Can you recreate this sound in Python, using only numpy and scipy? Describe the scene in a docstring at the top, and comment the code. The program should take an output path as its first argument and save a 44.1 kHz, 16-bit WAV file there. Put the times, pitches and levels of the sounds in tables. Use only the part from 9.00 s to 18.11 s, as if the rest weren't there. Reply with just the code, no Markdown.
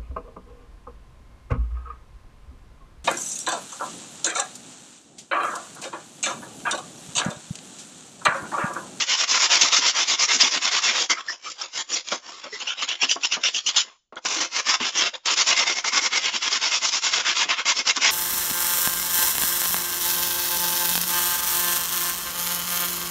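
"""Quick, gritty rasps follow one another, mostly eight to ten a second and slower in the middle, with some
squeaks, ticks, dull knocks and a short singing tone: sandpaper is rubbed by hand along a glass tile's edge.
The rasp is random grains and hiss, shaped stroke by stroke and filtered by the sheet and the tile.
Squeaks are narrow noise with a sliding pitch, knocks are decaying tones, snaps are tiny noise bursts.
A faint room tail and a dull background surround it all."""
import sys
import numpy as np
from scipy import signal
from scipy.fft import rfft, irfft, next_fast_len
from scipy.io import wavfile

SR = 44100
rng = np.random.default_rng(int(sys.argv[2]) if len(sys.argv) > 2 else 0)


def waveform_to_disk(signal):
    """Save audio, clipped to [-1, 1], as 16-bit WAV at the path in sys.argv[1]."""
    frames = np.transpose(np.atleast_2d(signal))
    scaled = np.clip(frames, -1, 1) * 32767
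    samples = np.round(scaled).astype(np.int16)
    wavfile.write(sys.argv[1], SR, samples)


N = 401751

# Strokes of the hand. Each row: start of full bite in seconds, length in seconds, level in dB,
# brightness in dB (shared out by BRIGHTNESS_SHARE).
STROKES = [(0.004, 0.031, -20.5, 3), (0.087, 0.065, -18.5, 1), (0.185, 0.059, -19.5, 2),
           (0.294, 0.081, -17.5, -0.5), (0.402, 0.06, -16.5, -0.5), (0.508, 0.067, -15.5, -3),
           (0.601, 0.088, -21, -1), (0.726, 0.068, -15.5, 0), (0.825, 0.08, -17.5, -0.5),
           (0.955, 0.086, -19.5, 0), (1.084, 0.065, -20, 3), (1.199, 0.054, -16.5, 3),
           (1.292, 0.072, -17.5, 3), (1.402, 0.078, -17.5, 3), (1.517, 0.059, -21, 2.5),
           (1.631, 0.057, -19, -0.5), (1.721, 0.071, -19.0, -1.5), (1.833, 0.078, -18, -1.5),
           (1.947, 0.1, -21.5, 0.5), (2.179, 0.026, -31, -7.5), (2.282, 0.068, -37, -0.5),
           (2.442, 0.077, -35, 4), (2.597, 0.06, -30.5, -1.5), (2.748, 0.067, -26.5, 2.5),
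           (2.911, 0.081, -26.5, 4.5), (3.08, 0.081, -32.5, 5.5), (3.249, 0.141, -39.5, 9),
           (3.438, 0.036, -37.5, -1.5), (3.531, 0.04, -34.5, 2), (3.611, 0.021, -32, -1.5),
           (3.676, 0.047, -27, -5), (3.791, 0.057, -30, 2.5), (3.894, 0.047, -27.5, 0),
           (4.022, 0.027, -21.0, -2), (4.099, 0.038, -22, 2), (4.24, 0.022, -22.5, 1),
           (4.321, 0.036, -24.5, 1.5), (4.443, 0.044, -21.5, -4), (4.551, 0.04, -24, 7.5),
           (4.671, 0.025, -22, 4), (4.749, 0.059, -30, -1), (4.849, 0.08, -51, -2.5),
           (5.268, 0.19, -25.5, 2), (5.538, 0.071, -23.5, 2.5), (5.671, 0.084, -18.5, 0),
           (5.815, 0.079, -23.0, 1.5), (5.957, 0.12, -20, 1), (6.277, 0.062, -20, 0.5),
           (6.377, 0.054, -17, 0.5), (6.475, 0.06, -17.0, -1.5), (6.57, 0.063, -18.5, -2),
           (6.671, 0.055, -20.5, -0.5), (6.768, 0.029, -23.5, 2.5), (6.865, 0.027, -22, 2.5),
           (6.937, 0.056, -19, -1.5), (7.03, 0.043, -20.5, 3), (7.129, 0.062, -20.5, 1),
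           (7.23, 0.064, -22, 1), (7.343, 0.03, -22, 3), (7.427, 0.056, -20.5, 1.5),
           (7.52, 0.057, -21.5, 1), (7.625, 0.058, -19.5, 0), (7.716, 0.06, -19, -1),
           (7.83, 0.059, -19.5, 1.5), (7.929, 0.053, -20.0, 2.5), (8.038, 0.047, -18.5, 2),
           (8.123, 0.086, -21, 1.0), (8.256, 0.071, -20.5, -2), (8.367, 0.073, -18.5, 0.5),
           (8.503, 0.035, -21.5, -5), (8.582, 0.03, -24.5, -2), (8.681, 0.042, -17, 1),
           (8.771, 0.039, -20.5, 3.5), (8.873, 0.038, -16.5, 1), (8.969, 0.0073, -21.5, 1.5),
           (9.021, 0.085, -17.0, 0.5)]
# Centres of four bands in Hz: body, middle, upper middle and hiss.
BAND_HZ = [400, 1300, 3100, 5600]
# Single squeaks of the sheet on the edge. Each row: start in seconds, length in seconds, pitch in Hz, level in dB.
SQUEAKS = [(0.611, .013, 6100, -15.5), (1.407, 0.027, 4920, -16.5), (2.094, 0.065, 2100, -26.5),
           (2.095, 0.041, 3140, -26), (2.276, 0.052, 1830, -30.5), (2.28, 0.061, 5350, -33),
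           (2.455, 0.056, 1270, -37), (2.609, 0.03, 1284, -39), (2.613, 0.015, 5500, -28),
           (2.924, 0.038, 5630, -25), (3.441, 0.052, 566, -45.5), (3.522, 0.066, 2010, -38),
           (3.524, 0.031, 419, -41.5), (5.167, .018, 1410, -35), (5.168, .024, 3350, -41),
           (5.972, 0.039, 6000, -24.5), (6.139, 0.028, 3580, -34.5)]
# The tile is pushed against the bench. Each row: start in seconds, level in dB,
# clack of the glass against the thud in dB (both before the trims in knocks).
KNOCKS = [(0.633, -30, 2), (0.783, -33, 0), (1.35, -29, -10), (1.43, -31, 3), (1.56, -34.5, -12),
          (1.894, -38, 4), (3.121, -33, 16), (3.453, -41, 5), (3.625, -44, 1), (3.825, -40.5, 1),
          (4.034, -31, -1.5), (4.16, -39.5, 16.5), (4.368, -35.5, 11), (5.124, -47, 14.5),
          (5.249, -33.5, 7), (5.805, -26, -7), (7.339, -35, -1), (8.451, -38.5, 8.5), (8.79, -39, 12),
          (8.97, -29.5, -2)]
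# Tones of the bench thud. Each row: frequency in Hz, level in dB, time to fall 60 dB in seconds.
BENCH_TONES = [(191, -3, .08), (265.4, 2.5, 0.1), (356, -3, 0.12), (418.4, -1.5, 0.094)]
# Tones of the tile's clack. Each row: frequency in Hz, level in dB, time to fall 60 dB in seconds.
CLACK_TONES = [(447, -6.5, 0.015), (665, -3, 0.059), (920, -3, 0.035), (1000, 4, 0.027),
               (1128, -1.5, 0.069), (1380, -17.5, 0.054)]
# Coarse grains snap off. Each row: start in seconds, peak in dB before the trim in snaps.
SNAPS = [(.556, -7), (0.617, -13), (0.625, -14), (1.412, -9), (3.087, -19), (3.89, -17), (4.763, -12.5),
         (4.93, -54), (5.158, -33.5), (5.251, -20), (5.35, -13.5), (8.967, -9.5)]
# The broad voice of the sheet. Each row: frequency in Hz, relative gain in dB.
RASP_VOICE = [(30, -29), (130, -27.5), (240, -19.5), (450, -13.5), (760, -11.5), (950, -5.5), (1800, -5),
              (2800, 0), (3500, 1.5), (4250, -3.5), (5200, 2), (6000, -0.5), (7200, -4), (7700, -18)]
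# Resonances of the held tile. Each row: frequency in Hz, width in Hz, lift in dB.
TILE_RESONANCES = [(241, 60, 3), (338, 42, 5.5), (516, 32, 5), (689, 48, 4), (1055, 80, 3), (2138, 90, 3),
                   (2860, 80, 2), (5480, 180, 2)]
# How the room dies away. Each row: frequency in Hz, time to fall 60 dB in seconds.
ROOM_DECAY = [(150, .3), (1000, .32), (4000, .35), (8000, .35)]
# Colour of the background. Each row: frequency in Hz, relative gain in dB.
BACKGROUND = [(30, 0.5), (120, -8.5), (500, -17), (2000, -29), (8000, -30.5)]
# How freely the sheet hangs. Each row: time in seconds, looseness from 0 (pressed flat) to 1 (loose).
LOOSENESS = [(2.0, 0.054), (2.15, 0.99), (3.3, 0.46), (3.6, 0.98), (4.8, 1), (5.3, .15), (6.0, 0.19),
             (6.14, 1), (6.27, .05)]
# Broad resonances of the loose sheet. Each row: frequency in Hz, width in Hz, lift in dB when fully loose.
SHEET_RESONANCES = [(1000, 1300, 2.5), (3240, 400, 2), (3460, 630, 0.5), (4200, 170, 2), (5000, 3600, 10),
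                    (7100, 760, 11)]
# How hard the rubbing makes one tile tone sing. Each row: time in seconds,
# level against the rasp in dB before the trim in singing.
SINGING_LEVEL = [(0, -35), (1.0, -17.5), (1.9, -18.5), (2.3, -30.5), (6.2, -31), (6.6, -11.5), (6.87, -2),
                 (7.15, -9), (7.4, -36), (9.1, -14)]
# The sheet snags and tears free. Each row: time in seconds, fall in seconds (20 dB down), level in dB,
# fullness in dB (shared out by FULLNESS_SHARE).
CATCHES = [(.28, .02, -28, -2.5), (0.615, .062, -14.5, -7.5), (.768, 0.023, -16.5, -4),
           (1.402, .054, -15.5, -9), (2.098, 0.063, -18.5, 6.5), (3.118, 0.035, -21.5, 5.5),
           (3.825, 0.023, -22.5, 2), (3.888, 0.016, -24.5, -2.5), (4.028, 0.026, -23, 6),
           (4.764, 0.066, -13.5, -9), (5.166, .033, -33.5, 25), (5.256, .029, -21.5, 1),
           (5.405, .061, -22, 2), (5.802, .03, -29, 12), (6.138, 0.043, -31, 13.5),
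           (6.259, 0.046, -21.5, -2.5), (6.844, 0.025, -24, 2), (8.135, .025, -19, -4.5),
           (8.492, 0.046, -21.5, 5.5), (8.656, 0.048, -22.5, 4), (8.966, 0.038, -28.5, 1)]
# Share of a snag's fullness in each of the four bands [no unit].
FULLNESS_SHARE = [1, .7, 0, -0.16]
# The colour drifts as the sheet shifts under the fingers. Each row: time in seconds,
# body in dB, middle in dB, hiss in dB, all against the upper middle.
COLOUR_DRIFT = [(0.099, -2, 2.5, -1.5), (0.701, 4, 5.5, 3), (1.298, 1.5, 3.5, -4), (1.799, 0, 2.5, 1),
                (2.022, 3.5, 2.5, 0), (2.18, 9, 10, 7.5), (2.5, 0, 2, 3), (2.949, 0.5, 2, -2.5),
                (3.4, -2.5, 5.5, 0.5), (3.55, 4, 0, 6.5), (3.63, -1, 0.5, -3.5), (3.92, -2.5, -1.5, -14),
                (4.101, 0, 0.5, -4), (4.601, -1, 1.5, -9), (5.3, 2.5, 6, 2), (5.7, 1, 7.5, 1),
                (6.048, 1, 0.5, -7), (6.499, 3, 3.5, 1), (7.05, 5.5, 7.5, 2), (7.3, -2, -0.5, -7),
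                (7.75, 2, 3.5, 2.5), (8.15, 0, 3, -2.5), (8.499, -5, 2, -3.5), (9.001, 5, 7.5, -0.5)]
# Change in each of the four bands for one dB of harder rubbing [dB per dB].
HARDER_BRIGHTER = [-0.5, -0.27, 0, 0.49]
# Share of a stroke's brightness in each of the four bands [no unit].
BRIGHTNESS_SHARE = [-0.27, -1.1, -0.68, 0.44]

EDGE_HZ = 7900  # the sound falls off steeply above this
FIRM_DB = -20  # level of an ordinary firm stroke
RISE_S, FALL_S = 0.025, 0.025  # a firm stroke rises and falls over 20 dB in these times
GENTLE = .34  # how much more slowly lighter strokes start and stop: a power of their strength
ARCH_DB = 2.5  # the middle of a stroke is louder than its ends by this much
FALL_CURVE = 1.05  # 1 would be a straight fall in dB
RUSTLE_DB, RUSTLE_T60_S = -15.5, 0.15  # a loose sheet rustles on after a stroke: its level and decay
PRESSED_DB = -14  # added to the rustle when the sheet is pressed flat
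SING_HZ, SING_WIDTH_HZ = 2130, 105  # middle pitch and width of the singing tone
SNAP_DECAY_S = .0005  # noise in a snap falls to about a third in this time
SQUEAKY_FROM_S, SQUEAKY_TO_S = 3.58, 4.72  # every stroke starting between these times squeaks
SQUEAK_HZ = 2884  # average pitch of those squeaks


def amp(db):
    """Turns dB into a plain multiplier."""
    return 10 ** (np.asarray(db) / 20)


def unit(x):
    """Scales a sound to an RMS level of 1."""
    return x / np.sqrt(np.mean(x ** 2) + 1e-20)


def read(points, hz):
    """Draws straight lines between points on a log-frequency axis."""
    f, value = np.transpose(points)
    return np.interp(np.log(hz + 1), np.log(f + 1), value)


def at_time(points, s):
    """Draws straight lines between points in time."""
    return np.interp(s, *np.transpose(points))


def resonance(hz, centre_hz, width_hz, lift_db):
    """A resonance lifts the frequencies around its centre: the lift in dB."""
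    return lift_db / (1 + (2 * (hz - centre_hz) / width_hz) ** 2)


def add(mix, s, sound):
    """Mixes a sound in at time s, trimming what lies outside the mix."""
    start = round(s * SR)
    sound, part = sound[max(-start, 0):], mix[max(start, 0):]
    part[:len(sound)] += sound[:len(part)]


def wander(x, step):
    """A random curve along x, made of straight lines to a new value every step."""
    knots = rng.standard_normal(4096)
    return np.interp((x - x[0]) / step % 4095, np.arange(4096), knots)


def coloured(x, colour_db):
    """Filters a sound by a gain in dB over frequency, without sounding ahead of its cause."""
    size = 8192
    hz = abs(np.fft.fftfreq(size, 1 / SR))
    log_gain = np.log(amp(colour_db(hz)))
    minimum_phase = np.exp(np.conj(signal.hilbert(log_gain)))
    taps = np.fft.ifft(minimum_phase).real[:size // 2]
    return signal.oaconvolve(x, taps / np.linalg.norm(taps))[:len(x)]


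def still_air(level_db=-84):
    """The faint, dull background of the room is filtered noise."""
    return amp(level_db) * coloured(rng.standard_normal(N), lambda hz: read(BACKGROUND, hz))


def sheet_and_tile(hz):
    """The paper has a broad voice, and the glass adds narrow resonances: the gain in dB."""
    lifts = sum(resonance(hz, *row) for row in TILE_RESONANCES)
    return read(RASP_VOICE, hz) + lifts - np.clip((hz - EDGE_HZ) / 20, 0, 40)


def grit(per_s=7000, spread_db=2.5, dust_db=0, judder_db=1.74, loose_judder_db=2.0, judder_s=0.0055):
    """Thousands of grains catch and let go amid hissing dust; a loose sheet judders more."""
    t = np.arange(N) / SR
    sizes = amp(spread_db * np.minimum(rng.exponential(1, N), 5)) * rng.choice([-1, 1], N)
    grains = unit(sizes * (rng.random(N) < per_s / SR))
    dust = amp(dust_db) * rng.standard_normal(N)
    depth_db = judder_db + loose_judder_db * at_time(LOOSENESS, t)
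    return unit((grains + dust) * amp(depth_db * wander(t, judder_s)))


def grip(hz, colour_db, loose, flat_db=1.5, loose_db=2.8, drift=0.032, ripple_db=3.0):
    """Each placing of the fingers colours the rasp; a loose sheet rings more, and more unevenly."""
    lifts = 0
    for centre_hz, width_hz, lift_db in SHEET_RESONANCES:
        moved_hz = centre_hz * (1 + drift * rng.standard_normal())
        lifts = lifts + resonance(hz, moved_hz, width_hz, lift_db)
    folds = (flat_db + loose_db * loose) * wander(hz, 300)
    ripple = ripple_db * wander(hz, 60)  # reflections from the moving hand and the bench comb the sound
    gain = amp(read(list(zip(BAND_HZ, colour_db)), hz) + loose * lifts + folds + ripple)
    # Keep the rasp's overall level the same whatever the colour.
    return gain / np.sqrt(np.average(gain ** 2, weights=amp(sheet_and_tile(hz)) ** 2))


def rub(grains, s, length, shape, colour_db, swing_db=1.45):
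    """Grit follows a level shape in dB, and its colour shifts as the sheet slides over the edge."""
    a = max(int((s - .12) * SR), 0)
    b = min(int((s + length + .18) * SR), N)
    t = np.arange(a, b) / SR - s
    size = next_fast_len(b - a)
    hz, loose = np.fft.rfftfreq(size, 1 / SR), at_time(LOOSENESS, s)
    times, *bands = np.transpose(COLOUR_DRIFT)
    body, middle, hiss = [np.interp(s + length / 2, times, band) for band in bands]
    colour_db = colour_db + [body, middle, 0, hiss]
    # One half of the stroke is brighter than the other.
    swing = np.multiply(BRIGHTNESS_SHARE, swing_db * rng.standard_normal())
    grips = np.array([grip(hz, colour_db + side * swing, loose) for side in (-1, 1)])
    early, late = irfft(rfft(grains[a:b], size) * grips, size)[:, :b - a]
    travel = np.clip(.5 + (t - length / 2) / .02, 0, 1)  # crossfade in mid-stroke
    return a / SR, (early + travel * (late - early)) * amp(shape(t))


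def stroke_shape(t, length, db, loose, bite_curve=1.22, loose_bite=0.22):
    """The hand speeds up, arches and slows down, then the sheet rustles: the level in dB."""
    slow = amp(GENTLE * min(FIRM_DB - db, 14))
    before, after = np.maximum(-t, 0), np.maximum(t - length, 0)
    rise_db = -20 * (before / (RISE_S * slow)) ** (bite_curve - loose_bite * loose)
    fall_db = -20 * (after / (FALL_S * slow)) ** FALL_CURVE
    rustle_db = RUSTLE_DB + PRESSED_DB * (1 - loose) - 60 * after / RUSTLE_T60_S
    arch_db = -ARCH_DB * np.clip(2 * t / length - 1, -1, 1) ** 2
    return db + rise_db + np.maximum(fall_db, rustle_db) + arch_db


def strokes():
    """The hand goes to and fro, dragging grit over the edge; harder strokes are brisker and brighter."""
    grains, out = grit(), np.zeros(N)
    for s, length, db, bright_db in STROKES:
        loose = at_time(LOOSENESS, s)
        colour_db = np.multiply(HARDER_BRIGHTER, db - FIRM_DB) + np.multiply(BRIGHTNESS_SHARE, bright_db)
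        shape = lambda t: stroke_shape(t, length, db, loose)
        add(out, *rub(grains, s, length, shape, colour_db))
    return coloured(out, sheet_and_tile)


def singing(rasp, level_db=-3, flare_db=3.0, bend_hz=36):
    """The rasp pumps one narrow tone of the glass; the shifting hand bends its pitch and lets it flare."""
    t = np.arange(N) / SR
    pitch_hz = SING_HZ + bend_hz * wander(t, .04)
    turn = np.exp(2j * np.pi * np.cumsum(pitch_hz) / SR)
    # Shift the tone down to zero frequency, smooth it there, then shift it back.
    keep = np.exp(-np.pi * SING_WIDTH_HZ / SR)
    tone = (turn * signal.lfilter([1 - keep], [1, -keep], rasp / turn)).real
    flare = flare_db * wander(t, .035)
    return unit(tone) * rasp.std() * amp(level_db + flare + at_time(SINGING_LEVEL, t))


def catches(attack_s=0.0056):
    """A snagged sheet tears free all at once and the scrape dies away."""
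    grains, out = grit(), np.zeros(N)
    for s, fall, db, full_db in CATCHES:
        # The attack rises 20 dB in attack_s; the fall gets steeper as it goes.
        shape = lambda t: db - 20 * np.maximum(-t / attack_s, 0) - 20 * np.maximum(t / fall, 0) ** 2
        add(out, *rub(grains, s, fall, shape, np.multiply(FULLNESS_SHARE, full_db)))
    return coloured(out, sheet_and_tile)


def snaps(centre_hz=5400, level_db=3):
    """A coarse grain breaks with a bright tick about a millisecond long."""
    out, t = np.zeros(N), np.arange(SR // 100) / SR
    band = signal.butter(2, [centre_hz * .6, centre_hz * 1.3], "band", fs=SR, output="sos")
    for s, db in SNAPS:
        tick = signal.sosfilt(band, rng.standard_normal(len(t)) * np.exp(-t / SNAP_DECAY_S))
        add(out, s, amp(db + level_db) * tick / abs(tick).max())
    return out


def squeak(length, pitch_hz, glide=0.036, width_share=0.13):
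    """The sheet sticks and slips near one pitch: a short, rough squeak that slides up and fades."""
    size = 8192
    band = 1 / (1 + (2 * np.fft.fftfreq(size, 1 / SR) / (width_share * pitch_hz)) ** 2)
    noise = rng.standard_normal(size) + 1j * rng.standard_normal(size)
    slips = np.fft.ifft(band * noise)[:int(length * SR)]
    along = np.linspace(0, 1, len(slips))
    turn = np.exp(2j * np.pi * np.cumsum(pitch_hz * (1 + glide * (along - .5))) / SR)
    fade = np.interp(along, [0, .1, .6, 1], [0, 1, 1, 0])
    return unit((slips * turn).real * fade)


def chatter(squeak_db=-3, octave_db=0, octave_growth=1.2, lead_s=0.0092, extra_s=0.0189,
            scatter=0.044, glide=0.1284, width_share=0.14):
    """The sheet squeaks singly, then on every stroke of one loose spell; harder strokes bring out the octave."""
    out = np.zeros(N)
    for s, length, pitch_hz, db in SQUEAKS:
        add(out, s, amp(db) * squeak(length, pitch_hz))
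    for s, length, db, _ in STROKES:
        if SQUEAKY_FROM_S < s < SQUEAKY_TO_S:
            pitch_hz = SQUEAK_HZ * (1 + scatter * rng.standard_normal())
            first = squeak(length + extra_s, pitch_hz, glide, width_share)
            octave_gain = amp(octave_db + octave_growth * (db - FIRM_DB))
            octave = octave_gain * squeak(length + extra_s, 2 * pitch_hz)
            add(out, s - lead_s, amp(db + squeak_db) * (first + octave))
    return out


def ring(tones, t, scatter=0.061, push_s=0.0086):
    """Struck tones die away, detuned a little by the hand that holds the tile; the peak is 1."""
    sound = np.zeros(len(t))
    for hz, db, t60 in tones:
        detuned_hz = hz * (1 + scatter * rng.standard_normal())
        sound += amp(db - 60 * t / t60) * np.sin(2 * np.pi * (detuned_hz * t + rng.random()))
    sound *= 1 - np.exp(-t / push_s)  # a push starts softly
    return sound / abs(sound).max()


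def knocks(thud_db=-1, glass_db=-3, scuff_db=-1, scuff_s=0.017):
    """The bench thuds, the tile clacks on it and skids a little."""
    out, t = np.zeros(N), np.arange(SR // 5) / SR
    dull = signal.butter(2, [350, 1400], "band", fs=SR, output="sos")
    for s, db, clack_db in KNOCKS:
        skid = signal.sosfilt(dull, rng.standard_normal(len(t)) * np.exp(-t / scuff_s))
        glass = amp(glass_db) * ring(CLACK_TONES, t) + amp(scuff_db) * skid / abs(skid).max()
        thud = amp(thud_db) * ring(BENCH_TONES, t)
        add(out, s, amp(db) * (thud + amp(clack_db) * glass))
    return out


def workshop(x, tail_db=-22):
    """A small workshop answers with a faint tail of dense reflections, each band dying at its own speed."""
    t = np.arange(SR // 2) / SR
    noise = rng.standard_normal(len(t)) * (t > .004)
    hz, at, z = signal.stft(noise, SR, nperseg=256)
    decay = amp(-60 * at / read(ROOM_DECAY, hz)[:, None])
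    tail = signal.istft(z * decay, SR, nperseg=256)[1][:len(t)]
    return x + amp(tail_db) * signal.oaconvolve(x, tail / np.linalg.norm(tail))[:N]


def scene():
    """All sources sound at the tile, close to the microphone, and the room answers."""
    rasp = strokes() + catches()
    at_tile = rasp + singing(rasp) + chatter() + knocks() + snaps()
    return (workshop(at_tile) + still_air())[None]


def record(dry):
    """A narrow-band microphone channel rounds off the highest peaks and cuts the top treble."""
    rounded = dry / (1 + (dry / .85) ** 8) ** (1 / 8)
    lowpass = signal.firwin(201, EDGE_HZ, window=("kaiser", 8), fs=SR)
    return signal.oaconvolve(rounded, lowpass[None], "same")


dry = scene()
out = record(dry)
waveform_to_disk(out)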